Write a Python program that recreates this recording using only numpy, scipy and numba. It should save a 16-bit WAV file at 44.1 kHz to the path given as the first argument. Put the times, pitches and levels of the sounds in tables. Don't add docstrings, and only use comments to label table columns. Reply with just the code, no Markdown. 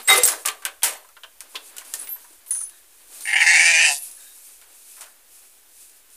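import sys
import numpy as np
from scipy import signal
from scipy.fft import rfft, irfft, next_fast_len
from scipy.io import wavfile
from scipy.ndimage import uniform_filter1d
from numba import njit

SR = 44100
rng = np.random.default_rng(int(sys.argv[2]) if len(sys.argv) > 2 else 0)


def boost(x):
    u = np.asarray(x, float) / 20
    return 10 ** u


def output_pcm(signal):
    pcm = np.clip(np.atleast_2d(signal).T, -1, 1) * 32767
    wavfile.write(sys.argv[1], SR, np.round(pcm).astype(np.int16))


N = 271876
TIME = np.arange(N) / SR

# (time [s], level [dB])
FLOCK_LEVEL = [(0.0, -46), (.35, -59), (.44, -62), (.8, -63.5), (1.24, -75.5), (1.47, -58), (1.75, -54),
               (2.0, -49.5), (2.28, -62), (2.69, -61.5), (2.9, -67), (3.2, -54.5), (4.0, -61),
               (4.26, -64.5), (4.66, -64), (6.16, -66.5)]
# (frequency [Hz], density [dB per Hz])
FLOCK_COLOUR = [(110, -51.5), (180, -34.5), (231, -8), (409, -4), (982, -3), (1260, -4), (4470, -8),
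                (5000, -9), (6500, -45), (11000, -120)]
# (centre [s], peak [dB], half length [s])
STEPS = [(.25, -42.5, 0.26), (1.0, -65, 0.061), (1.563, -51.5, 0.065), (1.672, -48.5, 0.045),
         (1.986, -44.5, 0.15), (2.298, -54, 0.11), (2.756, -56.5, 0.061), (2.91, -64, 0.036),
         (3.169, -46.5, 0.1), (3.553, -43.5, 0.37), (3.93, -35, .055), (4.03, -42, .07),
         (4.15, -49.5, 0.086), (4.404, -48.5, 0.22), (4.932, -47.5, 0.16), (5.4, -52, 0.1),
         (5.815, -49, 0.087), (5.97, -63.5, .03), (6.139, -51.5, 0.034)]
# (frequency [Hz], density [dB per Hz])
RUSTLE_COLOUR = [(1470, -39), (2500, -7.5), (2970, -13), (3410, -12), (5920, -6.5), (9580, 2.5),
                 (14800, -9.5), (16000, -17)]
# (frequency [Hz], density [dB per Hz])
RUMBLE_COLOUR = [(10, -3.5), (70, -4.5), (95, -12), (125, -29), (200, -45)]
# (frequency [Hz], density [dB per Hz])
HUSH_COLOUR = [(88, -57), (150, -24.5), (254, -8), (341, -5.5), (1100, -10.5), (1530, -5), (5050, -8),
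               (9440, -3), (14800, -3), (16000, -13)]
# (start [s], length [s], frequency [Hz], level [dB])
SINGING = [(0.045, .045, 7560, -39), (0.073, 0.043, 8180, -17), (.025, .04, 12100, -46),
           (.074, .05, 12120, -28), (.076, .014, 12700, -32.5), (.085, .008, 2072, -13),
           (.099, .024, 2072, -11.5), (.128, .02, 2072, -15), (.085, 0.046, 3759, -19.5),
           (.128, 0.035, 3759, -23), (.09, 0.043, 780, -30), (.955, .025, 4350, -58),
           (.125, .04, 1210, -33), (1.768, 0.027, 1480, -58), (0.081, .07, 5300, -36),
           (.09, 0.045, 9210, -29.5), (.08, 0.11, 392, -35), (.172, 0.023, 501, -27.5),
           (0.205, 0.02, 7545, -33), (.2345, 0.008, 7545, -10), (.2345, 0.006, 8180, -9),
           (.252, 0.071, 11000, -30), (0.202, 0.02, 3759, -36), (2.03, .04, 15000, -43),
           (2.088, 0.053, 12690, -28), (2.03, 0.14, 13500, -46), (2.475, .025, 14000, -48),
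           (2.475, .025, 13600, -42)]
# (start [s], length [s], frequency [Hz], level [dB])
SQUEALS = [(.84, 0.16, 11900, -46), (.84, 0.14, 15000, -53), (1.88, 0.046, 9300, -45),
           (1.97, .08, 8440, -40.5), (1.99, .045, 9900, -31), (2.076, 0.049, 9950, -35.5),
           (2.07, .05, 15200, -46), (2.505, 0.14, 9390, -24.5), (2.506, 0.11, 10040, -22.5),
           (2.52, .17, 10160, -31), (2.506, 0.155, 6260, -37), (2.701, 0.11, 1710, -59),
           (2.702, 0.089, 3820, -57.5), (3.223, 0.2, 9170, -31.5), (3.899, 0.16, 10030, -29.5),
           (3.905, 0.16, 11550, -35), (3.928, 0.24, 10600, -39), (4.171, 0.16, 1647, -57),
           (4.199, .14, 3750, -55), (4.25, 0.19, 12800, -49)]
# (start [s], length [s], frequency [Hz], level [dB])
CHATTER = [(0.091, 0.078, 1270, -20), (0.158, 0.02, 10500, -15), (.176, .014, 9700, -11),
           (.2305, .002, 7800, -24), (5.06, .02, 1400, -47), (1.555, .015, 3500, -26),
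           (.118, .006, 7300, -18), (.84, .02, 950, -33), (.865, .02, 1900, -33), (.95, .06, 900, -49),
           (1.046, .006, 1650, -48), (0.254, 0.014, 14700, -9), (0.3, 0.08, 400, -50),
           (0.851, 0.1, 770, -40), (1.553, 0.0073, 3070, -23.5), (1.545, 0.018, 450, -42.5),
           (.652, .03, 2540, -31), (0.87, 0.041, 620, -37), (2.298, 0.035, 360, -59.5),
           (1.234, 0.01, 1440, -36), (1.234, 0.012, 3060, -33.5), (.655, 0.031, 1500, -34),
           (.92, 0.047, 1950, -45.5), (1.55, .02, 296, -57), (3.21, .025, 4000, -40),
           (1.166, .01, 1400, -41), (1.166, .008, 2900, -41), (.458, .004, 8800, -15),
           (.474, .003, 8800, -18), (.4845, .003, 7200, -16), (.254, .025, 11000, -18),
           (.278, .015, 7400, -24), (.513, .003, 9000, -33), (.85, .05, 2200, -32), (5.0, .04, 850, -48),
           (2.461, 0.048, 9900, -38.5)]
# (time [s], level [dB])
SCRAPE_LEVEL = [(.06, -62), (.078, -31.5), (.087, -22), (.13, -23.5), (.187, -20.5), (.195, -29),
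                (.232, -26), (.29, -35), (.335, -33), (.42, -54)]
# (frequency [Hz], density [dB per Hz])
SCRAPE_COLOUR = [(120, -77), (200, -52), (330, -14), (450, -4.5), (1650, -11.5), (2050, -8.5),
                 (2860, -16.5), (3690, -12), (8420, -14.5), (16000, -32)]
# (time [s], clatter [dB], board [dB], thud [dB], decay t60 [s])
GATE_BLOWS = [(0.0768, -15, -22, -26, 0.3), (.0843, -9, -12, -5.5, 0.069), (0.1014, -4, -12, -26, 0.18),
              (.1294, -5, -11.5, -19, 0.3), (0.2342, 4, -19, -26, 0.061), (0.2528, 1, -27, -22, 0.094),
              (.2767, -2.5, -21.5, -18.5, 0.17), (0.2857, -6, -24, -34, 0.11),
              (.3194, -13.5, -39, -21.5, 0.15), (.452, -27, -22.5, -18, 0.16), (.458, -6, -23, -25, 0.14),
              (0.475, -11, -22, -22, 0.046), (0.4845, -9, -12, -20, .065), (0.6218, -34, -40, -30.5, .11),
              (0.6517, -9, -17, -17.5, 0.095), (0.8216, -26, -26.5, -27, 0.072),
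              (0.8322, 2, -14.5, -18, 0.23), (.9348, -28, -50, -37, .047)]
# (until [s], frequency [Hz])
GATE_NOTES = [(.3, 2030), (.6, 1180), (.7, 1570), (.83, 3300), (1.0, 940)]
# (time [s], clatter [dB], board [dB], thud [dB], plank tone [Hz])
PEN_BLOWS = [(1.046, -46, -52, -38, 997.5), (1.089, -40.5, -50, -38.5, 1329),
             (1.1666, -57.5, -40, -35.5, 1367), (1.2339, -42, -31, -31, 3120),
             (1.4059, -21, -34.5, -34, 2360), (1.497, -40, -64.5, -66, 1850), (1.5464, -38, -45, -27, 1036),
             (1.5549, -27, -29, -33, 3270), (1.571, -36, -59, -33, 3330), (1.767, -23, -32, -59.5, 1458),
             (1.7823, -19, -31, -61, 2850), (1.811, -32, -44, -33, 2270), (1.8494, -31, -43, -49, 3050),
             (1.9386, -10, -27, -27.5, 1826), (2.0724, -29, -33, -37, 2100), (2.1598, -51, -46, -33.5, 972),
             (2.2444, -40.5, -52.5, -37.5, 956), (2.33, -37, -56, -55, 1360), (2.464, -47, -43, -61, 1010),
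             (2.508, -25, -36, -32, 1950), (2.55, -27, -39, -36.5, 1530), (2.609, -30, -45, -35, 1330),
             (2.6965, -31.5, -48, -63, 1800)]
# (time [s], clatter [dB], board [dB], thud [dB])
AISLE_BLOWS = [(3.208, -21.5, -46, -61), (3.222, -24, -48, -55), (4.114, -29, -60, -68),
               (4.6146, -33.5, -44, -47), (4.9675, -35, -44, -42), (5.0094, -21.5, -36, -37),
               (5.0174, -24, -36.5, -50), (5.0592, -35, -56, -46), (5.3502, -43.5, -59, -58.5),
               (5.896, -38.5, -66.5, -64.5), (6.102, -39.5, -58, -58)]
# (frequency [Hz], density [dB per Hz])
CLATTER_COLOUR = [(2350, -28), (4000, -10.5), (5190, -7), (9170, 0.5), (12700, -8), (14600, -7.5),
                  (16000, -21.5)]
# (frequency [Hz], width [Hz], level [dB])
BOARD_MODES = [(2074, 740, -1.5), (2920, 1000, 2), (3730, 1500, -1.5), (4870, 790, -9.5)]
# (frequency [Hz], width [Hz], level [dB])
THUD_MODES = [(454, 250, -9), (723, 240, -4.5), (1030, 270, 2), (1275, 620, 1), (1640, 470, 1)]
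# (band centre [Hz], t60 [s])
BARN_DECAY = [(500, 0.33), (1500, 0.17), (4000, 0.23), (12000, 0.28)]
# (time [s], level [dB])
THUMPS = [
    (.1, -44),
    (0.236, -31),
    (0.834, -53),
    (3.61, -53),
]
# (time [s], pitch [Hz], effort [dB])
BLEAT = [
    (3.25, 213, -25),
    (3.31, 205, -19.5),
    (3.37, 162, -11),
    (3.5, 171.2, -12.5),
    (3.59, 163.1, -14),
    (3.73, 170, -16),
    (3.86, 156.5, -13.5),
    (3.905, 145.3, -25),
    (3.99, 144.8, -59),
]
# (time [s], roughness [0-1], strong-weak share [0-1])
HOARSENESS = [(3.25, .45, .55), (3.34, .45, .6), (3.53, .4, .4), (3.6, .33, .2), (3.7, .18, .05),
              (3.8, .28, .15), (3.86, .3, .2), (3.91, .12, 0)]
# (deepest at [s], depth [dB], closing time [s])
CATCHES = [(3.271, 12, .014), (3.287, 5, .006), (3.304, 5, .007), (3.327, 9, .014), (3.355, 18, .008),
           (3.381, 5, .006), (3.4, 8, .02), (3.46, 9, .02), (3.531, 5, .016), (3.592, 2, .01),
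           (3.654, 5, .008), (3.731, 4, .01), (3.783, 2, .01), (3.84, 3, .015)]
# (time [s], front resonance [Hz], lip resonance [Hz], low throat resonance [Hz])
MOUTH = [(3.25, 2250, 2800, 760), (3.34, 2100, 2800, 800), (3.39, 2350, 3040, 830), (3.43, 2100, 2600, 810),
         (3.5, 2130, 2700, 800), (3.57, 2280, 2800, 760), (3.76, 2420, 2950, 700), (3.88, 2620, 3000, 750),
         (3.93, 2620, 3000, 715)]
# (frequency [Hz], width [Hz], level [dB])
TONGUE_MODES = [(1780, 190, 0)]
# (frequency [Hz], width [Hz], level [dB])
THROAT_MODES = [(990, 110, -8), (1360, 70, -10)]
# (frequency [Hz], width [Hz], level [dB])
RASP_MODES = [(3800, 260, -1), (3300, 250, -5), (4550, 450, -1), (5480, 640, -0.5), (6000, 500, 2.5),
              (6400, 480, 2), (7100, 600, 0), (7800, 600, -1), (8500, 500, 3), (9100, 400, 3),
              (10000, 300, -1)]
# (time [s], frequency [Hz])
RASP_TOP = [
    (3.42, 5500),
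    (3.6, 9500),
]
# (time [s], level [dB])
SNAP_LEVEL = [
    (3.36, -9),
    (3.47, -2),
]


def level(x):
    return x / np.sqrt(np.mean(x ** 2) + 1e-30)


def curve(rows, off=None):
    s, *columns = np.transpose(rows)
    return [np.interp(TIME, s, c, off, off) for c in columns]


def colour(x, points):
    size = next_fast_len(len(x))
    hz, db = np.transpose(points)
    bin_hz = np.arange(size // 2 + 1) * SR / size
    gain = boost(np.interp(np.log(bin_hz + 1), np.log(hz), db))
    return level(irfft(rfft(x, size) * gain, size)[:len(x)])


def butter(x, order, hz, kind):
    return signal.sosfilt(signal.butter(order, hz, kind, fs=SR, output="sos"), x)


@njit
def svf(x, hz, width):
    y, b, l = np.empty(len(x)), 0., 0.
    for i in range(len(x)):
        g, k = np.tan(np.pi * hz[i] / SR), width / hz[i]
        v = (b + g * (x[i] - l)) / (1 + g * (g + k))
        b, l, y[i] = 2 * v - b, l + 2 * g * v, k * v
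    return y


def resonate(x, modes):
    out = 0
    for k, (hz, width, db) in enumerate(modes):
        out = out + (-1) ** k * boost(db) * svf(x, np.full(len(x), 1. * hz), 1. * width)
    return out


def walk(rate, size=N):
    k = int(SR / rate)
    held = np.repeat(rng.standard_normal(size // k + 1), k)
    return 1.3 * uniform_filter1d(uniform_filter1d(held, k), k)[:size]


def grains(rate, spread_db):
    size = boost(spread_db * np.minimum(rng.exponential(size=N), 3))
    size = size * (rng.random(N) < rate / SR)
    return rng.standard_normal(N) * np.sqrt(1 + uniform_filter1d(size ** 2, size=60) * 10)


def flock():
    return boost(curve(FLOCK_LEVEL)[0] + 2 * walk(40)) * colour(grains(150, 1.8), FLOCK_COLOUR)


def still_air():
    rumble = boost(-76 + 2 * walk(25)) * colour(rng.standard_normal(N), RUMBLE_COLOUR)
    return rumble + boost(-56) * colour(rng.standard_normal(N), HUSH_COLOUR)


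def rustle():
    moving = boost(-61)
    for s, db, half in STEPS:
        moving = moving + boost(db) * np.exp(-((TIME - s) / half) ** 2)
    return moving * boost(2.1 * walk(25)) * colour(grains(300, 1.7), RUSTLE_COLOUR)


def squeaks():
    out, size = np.zeros(N), int(.6 * SR)
    t = np.arange(size) / SR
    rubs = [(*r, 20.5 + .0015 * r[2]) for r in SINGING]
    rubs += [(*r, 120) for r in SQUEALS]
    rubs += [(*r, .2 * r[2]) for r in CHATTER]
    for start, length, hz, db, width in rubs:
        contact = np.clip(t / .002, 0, 1) * np.clip((length - t) / .015 + 1, 0, 1)
        patchy_db = np.clip(width / 40, 1, 2.2) * walk(60, size=size)
        rub = contact * boost(patchy_db - 5 * t / length)
        slip_hz = hz * (1 + .002 * walk(20.3, size=size))
        tone = np.sin(2 * np.pi * np.cumsum(slip_hz) / SR)
        lock = 2.8 * np.exp(-width / 50) * np.sqrt(width / SR * 6) * tone
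        lock = lock * (1 + np.exp(-t / .003) / (np.pi * width * .006))
        force = rub * (rng.standard_normal(size) + lock)
        held = np.exp(-np.clip(t - length - .015, 0, 1) / .02)
        i = int(start * SR)
        out[i:i + size] += held * boost(db) * np.sqrt(SR / width / 6) * svf(force, slip_hz, 1. * width)
    return out


def scrape():
    scrape_db = curve(SCRAPE_LEVEL, off=-120)[0] - 5 + 3.5 * walk(150)
    return boost(scrape_db) * colour(grains(600, 3.85), SCRAPE_COLOUR)


def knocks():
    drive, notes = np.zeros((4, N)), np.zeros(N)
    shiver = rng.standard_normal(N)
    blows = []
    for *blow, t60 in GATE_BLOWS:
        note_hz = next(hz for until, hz in GATE_NOTES if blow[0] < until)
        blows.append((*blow, note_hz, t60, t60))
    blows += [(*b, 0.13, .065) for b in PEN_BLOWS]
    blows += [(*b, 1400, 0.15, 0.16) for b in AISLE_BLOWS]
    for s, clatter_db, board_db, thud_db, note_hz, t60, wood_t60 in blows:
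        i = int(s * SR)
        t = np.arange(min(int(.5 * SR), N - i)) / SR
        now = slice(i, i + len(t))
        fade, wood_fade = (np.log(1000) * t / np.clip(d, .01, .5) for d in (t60, wood_t60))
        crack = 1.4 * np.exp(-t / .0012)
        drive[0, now] += boost(2 * clatter_db) * (np.exp(-fade) + crack) ** 2
        drive[1, now] += boost(2 * board_db) * (np.exp(-wood_fade / 1.28) + .5 * crack) ** 2
        for row, longer, rise_s in ((2, 1.37, 0.0039), (3, 1.4, 0.024)):
            drive[row, now] += boost(2 * thud_db) * (np.exp(-wood_fade / longer) * (1 - np.exp(-t / rise_s))) ** 2
        shiver[i + 4] = -4
        note_fade = np.exp(-np.log(1000) * t / min(wood_t60, .07))
        notes[now] += boost(max(board_db, thud_db)) * note_fade * np.sin(2 * np.pi * note_hz * t)
    drive = drive * boost(2 * 1.4 * np.array([walk(250) for _ in drive]))
    board, thud, body = np.sqrt(drive[1:]) * rng.standard_normal((3, N))
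    steel = np.sqrt(drive[0]) * colour(shiver, CLATTER_COLOUR)
    wood = boost(1.5) * resonate(board, BOARD_MODES) + boost(6.5) * resonate(thud, THUD_MODES[2:])
    wood = wood + boost(8) * resonate(body, THUD_MODES[:2])
    return boost(-16.0) * steel + wood + boost(-10.5) * notes


def barn(x):
    t = np.arange(int(.7 * SR)) / SR
    tail = 0
    for hz, t60 in BARN_DECAY:
        band = resonate(rng.standard_normal(len(t)), [(hz, hz, 0)]) / np.sqrt(hz)
        tail = tail + band * np.exp(-np.log(1000) * t / t60)
    tail = tail * (t > .004)
    return signal.fftconvolve(x, tail / np.sqrt(np.sum(tail ** 2)))[:N]


def thumps():
    return sum(boost(db) * np.exp(-((TIME - s) / 0.001) ** 2) for s, db in THUMPS)


def pen_walls(x):
    for lag in (37, 61, 107, 173):
        ends = np.zeros(lag + 1)
        ends[[0, lag]] = 1, -.55
        x = signal.lfilter(ends[::-1], ends, x)
    return x


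def swell(start_db, swell_s, hold_db, sag, release_s, release):
    t = TIME - 3.25
    rise = start_db + (hold_db - start_db) * np.clip(t / swell_s, 0, 1)
    return rise - sag * np.clip(t - swell_s, 0, 1) - release * np.clip(TIME - release_s, 0, 1)


def glottis(hz, rough, uneven):
    phase = np.cumsum(hz * (1 + .055 * rough * walk(100) + .015 * walk(25)) / SR)
    cycle = phase.astype(int)
    scatter = boost(2.2 * rough * rng.standard_normal(N)[cycle])
    size = scatter * (1 - uneven * (cycle % 2))
    late = np.clip(phase % 1 * SR / hz, 0, 1)
    closings = np.diff(cycle, prepend=0) * np.array([size, scatter * size ** .3])
    pulses, clicks = (level(c * (1 - late) + np.roll(c * late, -1)) for c in closings)
    breath = level(rng.standard_normal(N) * np.sqrt(size) * (.5 + np.exp(-(phase % 1) / .4)))
    return pulses, clicks, breath


def mouth_tone(voice, front_hz, lip_hz):
    tongue_db = -4.5 - .009 * (front_hz - front_hz[0])
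    mouth = svf(voice, front_hz, 125.) - boost(tongue_db) * resonate(voice, TONGUE_MODES)
    mouth = mouth - boost(-8.5) * svf(voice, lip_hz, 200.)
    return butter(mouth, 3, [1560, 3250], "band")


def throat_tone(clear, low_hz):
    low = resonate(svf(clear, low_hz, 98.0) - resonate(clear, THROAT_MODES), [(820, 770, 0.002)])
    low = butter(low, 2, 540, "high")
    valley = resonate(low, [(1190, 140, 0)])
    return low - valley + boost(-27) * resonate(clear, [(424, 150, 0.0028)])


def rasp_tone(clicks, breath, rough):
    snap_band = signal.butter(3, [3900, 10200], "band", fs=SR, output="sos")
    snap = -signal.sosfiltfilt(snap_band, clicks * boost(2 * walk(90)))
    rasp, source = 0, clicks + (1.2 + rough) * breath
    for k, (hz, width, db) in enumerate(RASP_MODES):
        mode = svf(source, hz * (1 + .025 * walk(12)), 1. * width)
        rasp = rasp - (-1) ** k * boost(db + 2 * walk(30)) * mode
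    rasp = butter(rasp, 4, [3100, 10600], "band")
    echoed_snap = level(snap - .3 * np.roll(snap, int(.0019 * SR)))
    rasp = level(rasp + .6 * pen_walls(rasp)) + boost(curve(SNAP_LEVEL)[0]) * echoed_snap
    return level(rasp - .4 * svf(rasp, 1.45 * curve(RASP_TOP)[0], 3500.))


def sheep():
    hz, effort_db = curve(BLEAT)
    front_hz, lip_hz, low_hz = curve(MOUTH)
    rough, uneven = curve(HOARSENESS)
    low_db = swell(-49, .1, -34.5, sag=4, release_s=3.925, release=500)
    rasp_db = swell(-36, .21, -21, sag=3, release_s=3.885, release=120)
    pulses, clicks, breath = glottis(hz, rough, uneven)
    voice = np.sqrt(1 - rough) * pulses + .8 * np.sqrt(rough) * breath
    clear = pulses + (.1 + 2.1 * rough) * breath
    catch_db = 0
    for s, db, half in CATCHES:
        half = np.where(TIME < s, half, .25 * half)
        catch_db = catch_db - db * np.exp(-((TIME - s) / half) ** 2)
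    mouth = mouth_tone(voice, front_hz, lip_hz)
    low = throat_tone(clear, low_hz)
    bright = boost(effort_db) * level(.8 * mouth + pen_walls(mouth))
    bright = bright + boost(rasp_db - catch_db / 5) * rasp_tone(clicks, breath, rough)
    low_db = low_db + 6 * np.exp(-((TIME - 3.905) / .025) ** 2)
    on = curve([(3.252, 0), (3.256, 1), (3.97, 1), (4.0, 0)])[0]
    return on * (boost(catch_db) * bright + boost(low_db + catch_db / 2) * level(pen_walls(low)))


def scene():
    gate = squeaks() + scrape() + knocks()
    voice = sheep()
    air = gate + voice + barn(boost(-14.0) * gate + boost(-21) * voice)
    air = butter(np.clip(air, -.8, .8), 4, 260, "high")
    return (air + thumps() + flock() + still_air() + rustle())[None]


def top_cut(x):
    return signal.sosfilt(signal.butter(12, 16670, fs=SR, output="sos"), x)


def record(dry):
    low_pass = signal.ellip(10, .2, 70, 15450, fs=SR, output="sos")
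    dull = signal.sosfilt(low_pass, np.clip(dry, -.92, .92))
    return top_cut(dull - .0009)


dry = scene()
out = record(dry)
output_pcm(out)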